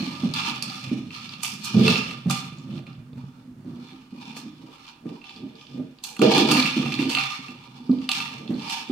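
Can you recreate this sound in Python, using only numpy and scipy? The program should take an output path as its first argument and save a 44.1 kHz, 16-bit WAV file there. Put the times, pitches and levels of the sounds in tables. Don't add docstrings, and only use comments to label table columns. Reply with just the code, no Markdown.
import sys
import numpy as np
from scipy import signal
from scipy.fft import rfft, irfft, next_fast_len
from scipy.io import wavfile

SR = 44100
rng = np.random.default_rng(int(sys.argv[2]) if len(sys.argv) > 2 else 0)


def store_wav(level_fs):
    pcm = np.round(np.clip(np.atleast_2d(level_fs), -1, 1) * 32767)
    wavfile.write(sys.argv[1], SR, pcm.T.astype(np.int16))


def how_loud(loudness_db):
    steps = np.asarray(loudness_db, float) / 20
    return 10 ** steps


N = 392931


def unit(x):
    return x / np.sqrt(np.mean(x ** 2) + 1e-20)


def along(points, hz):
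    f, v = np.transpose(points)
    return np.interp(np.log(hz + 1), np.log(f + 1), v)


def curves(rows):
    s, *cols = np.transpose(rows)
    return [np.interp(np.arange(N) / SR, s, c) for c in cols]


def filtered(x, response):
    m = next_fast_len(x.shape[-1] + SR // 4)
    spectrum = rfft(x, m) * response(np.fft.rfftfreq(m, 1 / SR))
    return irfft(spectrum, m)[..., :x.shape[-1]]


def shaped(x, points):
    return filtered(x, lambda hz: how_loud(along(points, hz)))


def swells(s, db, rise_s, fall_s):
    t = np.arange(0, N / SR + .002, .001)[:, None]
    level_db = db - 20 * np.maximum((s - t) / np.abs(rise_s), (t - s) / np.abs(fall_s))
    total_db = 10 * np.log10(np.sum(how_loud(2 * level_db), axis=1) + 1e-12)
    return np.interp(np.arange(N) / SR, t[:, 0], total_db)


def together(a_db, b_db):
    return 10 * np.log10(how_loud(2 * a_db) + how_loud(2 * b_db))


def taps(rate, spread_db):
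    chance, size, sign = rng.random((3, N))
    strength = how_loud(-spread_db * np.log(size + 0.0377))
    return (chance < rate / SR) * strength * np.sign(sign - .5)


def wobble(rate, depth_db):
    knots = how_loud(depth_db * rng.standard_normal(int(N * rate / SR) + 2))
    return np.interp(np.arange(N) * rate / SR, np.arange(len(knots)), knots)


def near(centre_hz, pull):
    return lambda hz: 1 / (1 + (pull * np.log(hz / centre_hz)) ** 2)


def turning(hits, table, steep, swing_db, lean=lambda hz: 1):
    m = next_fast_len(N + SR // 8)
    f = np.fft.rfftfreq(m, 1 / SR).astype(np.float32)
    spectrum = rfft(hits.astype(np.float32), m)
    out = 0
    for k, (c, w, db) in enumerate(table):
        resonance = 1j * f * w / (c * c - f * f + 1j * f * w)
        mode = resonance.astype(np.complex64) ** np.float32(steep)
        gain = (-1) ** k * how_loud(db) * lean(c) * wobble(rate=11, depth_db=swing_db)
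        out = out + gain * irfft(spectrum * mode, m)[..., :N]
    return unit(out)


def ring(table, t, damp, bright_hz, slope_db):
    hz, width, db = np.transpose(table)[..., None, None]
    scatter_db = 4 * rng.standard_normal((len(table), 2, 1))
    level = how_loud(db - slope_db * np.abs(np.log2(hz / bright_hz)) + scatter_db)
    phase = 1.33 * rng.random((len(table), 2, 1))
    waves = level * np.exp(-np.pi * damp * width * t) * np.sin(2 * np.pi * hz * t + phase)
    wave = waves.sum(axis=0) * (1 - np.exp(-t / 0.001043)) ** 2
    return wave / np.abs(wave.mean(axis=0)).max()


# t/s, rumble level/dB, deep level near a joist/dB, knock level near a board edge/dB
ROLL_PATH = [(0.0, -38, -6.5, -19.5), (1.0, -46, -1, -24), (1.7, -44, -4, -27.5), (1.9, -50.5, -5.5, -14),
             (2.5, -47, -2, -25.5), (3.3, -51, 3, -20), (3.7, -61.5, -6.5, -26), (4.6, -66.5, -12.5, -20),
             (5.0, -60.5, -7.5, -15.5), (5.9, -70, -8.5, -16.5), (6.2, -51, -35.5, -1.5),
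             (6.4, -45.5, -18, -12), (6.9, -61.5, -9.5, -22), (7.5, -61.5, 4.5, -16.5),
             (8.0, -41, -15, -25.5), (8.4, -51.5, -2.5, -9.5), (8.5, -48.5, -14, -19.5),
             (8.91, -60, -7.5, -14.5)]
# peak t/s, level/dB, rise per 20 dB/s, fall per 20 dB/s
BASE_ROCKS = [(0, -17.5, .05, 0.08), (0.249, -26.5, 0.15, 0.15), (.5, -38.5, 5, 0.62),
              (0.938, -26.5, 0.144, 0.18), (1.55, -44.5, 1.5, 2.17), (1.756, -13, 0.0226, 0.3156),
              (1.84, -17, 0.1, 0.1892), (2.27, -21, 0.01, 0.183), (2.41, -35, 0.0954, 0.3449),
              (2.78, -34, 0.47, 0.2739), (3.18, -34, 0.07, 0.03), (3.68, -33.5, 0.02, 0.2339),
              (3.78, -35, 0.59, -0.16), (4.135, -36.5, 0.05, 0.4448), (4.47, -40.5, 0.7, 0.11),
              (4.671, -39, 0.53, 0.18), (5.063, -27.5, 0.034, 0.1132), (5.443, -29.5, 0.1021, 0.1375),
              (5.753, -45.5, 0.22, 0.0878), (5.809, -25.5, 0.0963, 0.0865), (6.226, -13.5, -0.0145, 0.3181),
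              (6.41, -16, 0.1078, 0.281), (6.57, -14.5, 0.1326, 0.0822), (6.781, -21, 0.003, 0.336),
              (7.001, -22.5, 0.0283, 0.2069), (7.5, -50, 0.34, -1.66), (7.932, -17.5, 0.0124, 0.0228),
              (8.25, -42, -0.67, -0.46), (8.4, -40, -1, 2.54), (8.51, -21, 0.028, 0.1336)]
# t/s, loudest floor mode f/Hz
PLANK_PITCH = [(0.0, 227), (0.57, 217), (0.79, 183.3), (0.89, 212.6), (3.45, 196.2), (3.57, 236.2),
               (5.86, 247), (6.08, 197.5), (6.16, 255), (7.27, 239), (7.35, 182), (7.4, 262), (7.77, 189),
               (7.87, 263), (8.19, 214.6), (8.69, 250), (8.79, 201.1), (8.91, 273)]
# t/s, peak level/dB, board f/Hz
BASE_THUDS = [(0.072, -14.5, 244.9), (0.232, -6, 236.3), (0.478, -20, 240.6), (0.913, -9.5, 250),
               (1.742, -6, 212.9), (2.257, -9.5, 184.7), (2.46, -25, 132.7), (2.687, -20.5, 196.7),
              (2.976, -25, 134.9), (3.235, -20, 142), (3.659, -26, 250), (3.931, -29.5, 259.5),
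              (4.124, -24.5, 246.6), (4.462, -23, 247.9), (5.054, -22, 302.7), (5.431, -20.5, 261.7),
              (5.743, -25, 263), (6.192, -9, 233.5), (6.214, -3, 315.5), (6.411, -8, 307.5),
              (6.765, -6.5, 250.3), (6.862, -17, 237.8), (6.99, -9.5, 287.1), (7.052, -10, 260.7),
              (7.488, -27, 250.2), (7.799, -29.5, 243.3), (7.892, -2.5, 255.4), (8.394, -31.5, 250),
              (8.492, -13, 250), (8.896, -9, 280)]
# t/s, peak level/dB, board f/Hz
BASE_BOUNCES = [(0.255, -11, 243.5), (0.311, -18, 230.3), (0.681, -26.5, 250), (0.94, -15.5, 250),
                (0.972, -23, 238), (1.528, -27, 190), (1.6, -29, 195.5), (1.77, -8.5, 194.7),
                (1.79, -9.5, 190), (1.811, -5.5, 206.9), (1.838, -8.5, 224), (1.864, -15, 199.6),
                (2.4, -33.5, 229.3), (2.521, -23.5, 150.7), (2.735, -21.5, 199.7), (2.791, -20, 200.7),
                (3.128, -25, 138), (3.735, -27.5, 250), (3.775, -36.5, 250), (4.143, -33, 250),
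                (4.195, -32, 255.7), (4.366, -31.5, 250), (4.637, -33, 255), (5.114, -23, 284.6),
                (5.42, -29, 254.8), (5.795, -17, 253.8), (6.258, -7.5, 234.5), (6.316, -12.5, 269),
                (6.369, -4, 297.8), (6.45, -6.5, 295.3), (6.484, -8, 287.7), (6.518, -9.5, 299.7),
                (6.541, -9, 258.4), (6.632, -14.5, 203), (6.801, -23.5, 242), (6.833, -22, 259),
                (6.888, -19.5, 246), (6.917, -21, 247), (7.012, -13.5, 288), (7.1, -28, 258.2),
                (7.141, -29.5, 241.3), (7.389, -26.5, 250.3), (7.934, -13.5, 250.7), (7.982, -19.5, 247.2),
                (8.254, -37.5, 228.6), (8.507, -13, 253.4), (8.532, -17.5, 247.6), (8.579, -22, 235.5)]
# f/Hz, width/Hz, level/dB
BOARD_MODES = [(174.4, 81.7, -2.5), (250, 29.97, 4), (314.4, 106.3, -9.5), (365.2, 69, -6)]
# f/Hz, width/Hz, level/dB
JOIST_MODES = [(102.6, 24.9, -12), (130.42, 30.9, 5)]
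# f/Hz, width/Hz, level/dB
KNOCK_MODES = [(408.3, 21.2, -8.5), (446.8, 41.2, 3), (528.8, 218, -7), (609, 28.9, -2), (676.3, 24, -14.5)]
# f/Hz, width/Hz, level/dB
BELLY_MODES = [(776.9, 25.3, -1.5), (930, 59.7, -5), (1203.3, 32.16, -2), (1378, 66.6, -7)]
THUD_T60_S, BOUNCE_T60_S = 0.1109, 0.0793


def base():
    rumble_db, deep_db, knock_db = curves(ROLL_PATH)
    boom_db = together(rumble_db, swells(*np.transpose(BASE_ROCKS)))
    plank_hz, = curves(PLANK_PITCH)
    bumps = taps(rate=170, spread_db=1.74) + 0.019 * rng.standard_normal(N)
    roll = turning(bumps, BOARD_MODES, steep=1.379, swing_db=1.0, lean=near(plank_hz, pull=2.055))
    roll += how_loud(deep_db + 2.98) * turning(bumps, JOIST_MODES, steep=2.704, swing_db=0.06)
    knock = how_loud(boom_db + knock_db - 1.5) * turning(bumps, KNOCK_MODES, steep=1.016, swing_db=4.5)
    knock = np.array([knock, np.roll(knock, SR // 2000)])
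    out = np.pad(how_loud(boom_db - 6.5) * roll + knock, ((0, 0), (0, SR)))
    t = np.arange(SR // 6) / SR
    drops = [(*row, THUD_T60_S) for row in BASE_THUDS]
    drops += [(*row, BOUNCE_T60_S) for row in BASE_BOUNCES]
    for s, db, hz, t60_s in drops:
        neighbour_hz = hz * rng.choice([.8, 1.2])
        beat = np.sin(2 * np.pi * hz * t) + .5 * np.sin(2 * np.pi * neighbour_hz * t)
        boom = beat * how_loud(-60 * t / t60_s) * (1 - np.exp(-t / 0.00337)) ** 2
        body = ring(KNOCK_MODES + BELLY_MODES, t, damp=1.0, bright_hz=500, slope_db=4.0)
        body *= how_loud(-26.5) * (1 - np.exp(-t / 0.00037))
        out[:, round(s * SR):][:, :len(t)] += how_loud(db - 2) * (boom + body)
    return filtered(out[:, :N], lambda f: (1j * f / (70 + 1j * f)) ** 3)


# peak t/s, level/dB, rise per 20 dB/s, fall per 20 dB/s
PELLET_SLIDES = [(0, -34, .1, -0.04), (.15, -39.5, -24.86, 0.67), (0.476, -28.5, 0.2119, 0.14),
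                 (1.14, -39.5, 0.07, 0.63), (1.67, -32.5, 0.0657, -0.24), (1.904, -22, 0.1638, 0.21),
                 (2.793, -46, 0.26, -0.0022), (3.21, -57, 0.0862, 0.34), (3.391, -60, 0.0143, 0.0549),
                 (3.699, -62.5, 0.1, -1.9), (3.872, -52.5, -0.2629, 0.16), (3.92, -51, -0.1451, 0.2149),
                 (4.21, -51, -0.12, 0.51), (4.31, -49, 0.19, 0.28), (4.7, -55.5, 0.13, 0.48),
                 (4.89, -47.5, 0.3725, 0.0655), (5.097, -52.5, 0.07, 0.3), (5.38, -46, 0.17, 0.0366),
                 (5.31, -48, 0.047, 0.05), (5.7, -55, 0.05, -0.31), (6.62, -25, 0.2359, 0.32),
                 (6.88, -37.5, -0.004, 0.47), (6.95, -33.5, 0.0065, 0.0842), (7.001, -32.5, -0.0137, 0.12),
                 (7.217, -27.5, 0.14, 0.2384), (7.5, -51.5, -1.37, 0.37), (7.94, -52.5, 1.01, 0.7),
                 (8.05, -51.5, 0.5, -2), (8.621, -42, 0.0541, 0.5), (8.77, -32, 0.2012, 0.13)]
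# t/s, level/dB, fall per 20 dB/s, tick level re wall/dB
PELLET_THROWS = [(0.343, -36.5, 0.4359, -20), (0.635, -36.5, 0.5644, -10.5), (1.435, -32, 0.19, 2.5),
                 (1.647, -39.5, 0.0663, 8.5), (2.304, -32, 0.2171, -3.5), (2.87, -52.5, 0.2376, -33.5),
                 (4.372, -40.5, 0.0783, 0.5), (5.245, -48, 0.46, -31.5), (5.56, -51, 0.4, -18.5),
                 (5.991, -65, 0.7, -34), (6.044, -42.5, 0.18, 5), (6.224, -24.5, 0.5672, -21.5),
                 (6.32, -22.5, 0.42, -14.5), (6.52, -24.5, 0.1354, -4), (7.099, -29, 0.1682, -7.5),
                 (8.118, -28.5, 0.2823, -10), (8.7, -30, -0.135, -5)]
# t/s, loudest belly mode f/Hz, belly level re wall/dB
PELLET_HEAP = [(0.0, 1153, -6), (2.0, 1178, -8), (2.58, 1149, -4.5), (3.3, 1047, 3.5), (3.9, 1077, -0.5),
               (4.3, 997.5, -3), (4.84, 1073, -3.5), (5.06, 936, 4), (5.34, 989, -5.5), (5.95, 903, -5.5),
               (6.25, 754, -1.5), (6.72, 1218, -8.5), (7.03, 930, -5), (7.25, 1168, -9), (7.9, 930, 2.5),
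               (8.15, 1120, -8), (8.6, 930, -3.5), (8.91, 1040, -10)]
# f/Hz, width/Hz, level/dB
WALL_MODES = [(1714.2, 80.7, -17.5), (2330, 237, -6), (2460, 122.4, -4), (2679.7, 76.5, -3.5),
              (2987.6, 243, -10), (3500, 169.6, -3.5)]
# f/Hz, width/Hz, level/dB
NECK_MODES = [(4266.3, 192, 4.5), (4658, 250, 6), (5356, 970, -5), (7124, 195, -8)]
# f/Hz, level/dB
CONTACT_TICK = [(3000, -26.5), (6000, 3.5), (8000, 2.5), (11000, -3.5), (15000, -9), (16200, -34)]
# f/Hz, level/dB
RASP = [(900, -28), (1500, -1), (2000, -5.5), (3800, 1), (6000, -11), (9000, -32)]
THROW_RISE_S, SLIDE_TICK_DB = 0.014, -15
TICK_FALL = 0.782


def pellets():
    s, db, fall_s, hard_db = np.transpose(PELLET_THROWS)
    slide_db = swells(*np.transpose(PELLET_SLIDES))
    wall_db = together(slide_db, swells(s, db, THROW_RISE_S, fall_s))
    throw_tick_db = swells(s, db + hard_db, THROW_RISE_S, TICK_FALL * fall_s)
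    tick_db = together(slide_db + SLIDE_TICK_DB, throw_tick_db) - wall_db
    heap_hz, belly_db = curves(PELLET_HEAP)
    shared = taps(rate=200, spread_db=1.0)
    own = np.array([taps(rate=600, spread_db=3.0), taps(rate=600, spread_db=0.5)])
    hits = (0.5 * shared + own) * wobble(rate=45, depth_db=2.5)
    wall = turning(hits, WALL_MODES, steep=1.2, swing_db=2.2)
    belly = turning(hits, BELLY_MODES, steep=0.925, swing_db=2.5, lean=near(heap_hz, pull=4))
    neck = turning(hits, NECK_MODES, steep=1.1, swing_db=2.2)
    tick = unit(shaped(hits, CONTACT_TICK))
    shell = wall + how_loud(belly_db + 2.114) * belly
    shell += how_loud(0.25 * tick_db - 1.5) * neck + how_loud(tick_db - 2.0) * tick
    shell += how_loud(-9.5) * unit(shaped(hits, RASP))
    return how_loud(wall_db - 6.0) * shell


# t/s, peak level/dB, belly level/dB, brightest f/Hz, tick level/dB
CLAW_BLOWS = [(0.3379, -14, -23, 4165, -10.5), (0.6237, -14.5, -28, 5134, -7.5),
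              (1.4321, -21.5, -5, 3075, 7.5), (2.2978, -17.5, 4.5, 4110, -2.5),
              (2.3079, -16.5, -6.5, 2910, 0), (4.368, -28, -6, 2755, -8.5),
              (6.0376, -20.5, -45.5, 4076, -1), (6.1655, -28.5, -7, 2330, -6.5),
              (6.192, -21.5, -2, 3580, -10), (6.2165, -14, 1.5, 2833, -8), (6.316, -18, -1.5, 2560, -8.5),
              (6.3788, -5.5, -5, 3598, -11), (6.5138, -9, -4.5, 3490, -4), (6.5704, -17.5, -8, 3240, -7.5),
              (6.5995, -12.5, -34, 4410, -16), (7.0953, -21, -20.5, 3057, -9.5),
              (7.1494, -8.5, -11.5, 3120, -15), (7.171, -12, -5, 2820, -18.5),
              (7.185, -11.5, -6.5, 2720, -23), (8.09, -7.5, -11.5, 3140, -14),
              (8.115, -7.5, -18, 3566, -10), (8.6975, -20.5, -22, 3286, -17.5)]
# t/s, peak level/dB, belly level/dB, brightest f/Hz
HEAP_DROPS = [(0.404, -21, -4, 3440), (1.834, -20, -25.5, 3560), (1.8678, -18, -5, 2930),
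              (1.879, -4.5, -9.5, 2980), (2.11, -22.5, -6, 2890), (2.8672, -35, -15.5, 2590),
              (5.2411, -32.5, -11, 2860), (6.6568, -11, -10, 2460), (6.8281, -25.5, 2, 2190),
              (6.8575, -22, 1, 2654), (6.9208, -19.5, -16, 2570), (6.9403, -18, -34.5, 3690),
              (6.9906, -19, -29, 2330), (7.027, -24, -5.5, 2330), (7.1274, -20, -15, 2780),
              (7.209, -18, -18.5, 2630), (7.238, -16, -5.5, 2800), (7.4829, -29.5, -5, 2730),
              (8.202, -16, -8, 2897), (8.2591, -26, -20, 2330)]
# t/s, peak level/dB, brightest f/Hz
LONE_PELLETS = [(1.292, -25.5, 4250), (2.585, -39.5, 7200), (2.778, -34, 3600), (2.93, -42.5, 4780),
                (3.131, -45, 3140), (5.0898, -39.5, 3250), (5.215, -38, 2870), (5.293, -29, 3215),
                (5.554, -39.5, 4180), (5.6109, -34, 3470), (5.6673, -36.5, 3370), (5.986, -37.5, 3500),
                (7.9148, -34.5, 4132), (7.986, -35, 3590), (8.018, -38, 2400), (8.477, -30.5, 3650),
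                (8.595, -29.5, 3400),
                (0.152, -29.5, 3040), (0.418, -21, 2790), (0.448, -21.5, 2755), (0.473, -21.5, 2800),
                 (0.501, -22.5, 3135), (0.699, -27, 4040), (1.106, -28, 2720), (1.148, -25.5, 3500),
                 (1.198, -31, 3500), (1.336, -24, 3500), (1.447, -18.5, 2790), (1.902, -13.5, 2930),
                 (1.957, -13.5, 2810), (2.03, -25.5, 3020), (2.444, -31, 2650), (2.726, -42, 3170),
                 (3.892, -42, 2600), (3.913, -42.5, 2580), (4.266, -44, 3400), (4.312, -36, 2664),
                 (4.366, -32, 513), (4.851, -38.5, 2970), (4.879, -34.5, 3610), (5.311, -35, 3440),
                 (5.361, -33.5, 4325), (6.047, -23, 3910), (6.239, -20, 3020), (6.337, -13, 4030),
                 (6.456, -16.5, 3500), (6.625, -9, 3500), (6.743, -31, 2880), (6.751, -27, 2700),
                 (7.034, -29, 4320), (2.873, -43, 2917), (8.608, -44, 2993), (8.38, -48.5, 8070),
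                 (6.976, -33, 2330), (7.464, -45.5, 3000), (8.069, -44, 1200), (8.542, -35.5, 4600),
                 (8.625, -30, 4210), (8.685, -24, 4280)]
DROP_TICK_DB = -17
LONE_BELLY_DB, LONE_TICK_DB = -17, -27


def clacks():
    out = np.zeros((2, N + SR))
    t = np.arange(SR // 12) / SR
    blows = [*CLAW_BLOWS, *[(*row, DROP_TICK_DB) for row in HEAP_DROPS]]
    blows += [(s, db, LONE_BELLY_DB, hz, LONE_TICK_DB) for s, db, hz in LONE_PELLETS]
    for s, db, belly_db, hz, tick_db in blows:
        burst = how_loud(-60 * t / 0.0244) * (1 - np.exp(-t / 0.0012))
        crack = shaped(burst * rng.standard_normal((2, len(t))), CONTACT_TICK)
        local_modes = [(.93 * hz, 500, 0), (1.08 * hz, 600, 0)]
        blow = .6 * ring(WALL_MODES + NECK_MODES, t, damp=1.2, bright_hz=hz, slope_db=12)
        blow += .6 * ring(local_modes, t, damp=1, bright_hz=hz, slope_db=0)
        blow += how_loud(belly_db - 5.5) * ring(BELLY_MODES, t, damp=0.962, bright_hz=1301, slope_db=14.5)
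        blow += how_loud(tick_db - 0.5) * crack / np.abs(crack).max()
        out[:, round(s * SR):][:, :len(t)] += how_loud(db - 1.74) * blow
    direct = out[:, :N]
    return direct + how_loud(-17) * np.roll(direct, round(0.0042 * SR), axis=1)


# f/Hz, likeness/1
LIKENESS = [(60, 1), (300, 0.944), (480, 0.826), (2000, 0.017), (12000, .15)]


def pair(a, b, hz):
    turn = np.arccos(np.clip(along(LIKENESS, hz), 0, 1)) / 2
    mid, side = np.cos(turn) * a, np.sin(turn) * b
    return np.array([mid + side, mid - side])


# f/Hz, t60/s
ROOM_DECAY = [(150, 0.423), (700, 0.411), (2000, 0.61), (5000, 0.352), (13000, 0.1448)]


def room(x):
    out, block = np.zeros((2, N + 2 * SR)), SR // 2
    for at in range(0, N, block):
        hz, t, z = signal.stft(rng.standard_normal((2, SR // 2)), SR, nperseg=512)
        decay = how_loud(-60 * t / along(ROOM_DECAY, hz)[:, None])
        tail = signal.istft(pair(*z, hz[:, None]) * decay, SR, nperseg=512)[1]
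        wet = signal.fftconvolve(x[None, at:at + block], tail / np.linalg.norm(tail[0]), axes=1)
        out[:, at + 130:][:, :wet.shape[1]] += wet
    return out[:, :N]


# f/Hz, level per Hz/dB
AIR = [(15, -22), (25, -4.5), (66, -10), (256, 3.5), (531, -18), (1400, -14.5), (2550, -22.5),
       (16000, -34.5)]
AIR_DB = -58


def hush():
    m = next_fast_len(N)
    a, b = rfft(rng.standard_normal((2, m)))
    hz = np.fft.rfftfreq(m, 1 / SR)
    air = irfft(pair(a, b, hz) * how_loud(along(AIR, hz)), m)[:, :N]
    return how_loud(AIR_DB) * unit(air)


def scene():
    boards, slide, blows = base(), pellets(), clacks()
    send = how_loud(-4.5) * boards[0] + how_loud(-4.5) * slide[0] + how_loud(-3.5) * blows[1]
    direct = how_loud(2.0) * boards + how_loud(4.0) * slide + how_loud(0.5) * blows
    return direct + room(send) + hush()


# f/Hz, left-right level/dB
MIC_TILT = [(60, -1), (400, -3.5), (1200, -3.5), (4500, -6.5), (9000, -5.5), (14000, -1)]


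def low_pass(x):
    return signal.sosfilt(signal.butter(12, 16100, fs=SR, output="sos"), x)


def record(dry):
    side = np.array([[.5], [-.5]])
    held = dry / (1 + np.abs(dry / .85) ** 4) ** (1 / 4)
    mix = filtered(held, lambda hz: how_loud(side * along(MIC_TILT, hz)) * (hz < 15900))
    return low_pass(mix)


dry = scene()
out = record(dry)
store_wav(out)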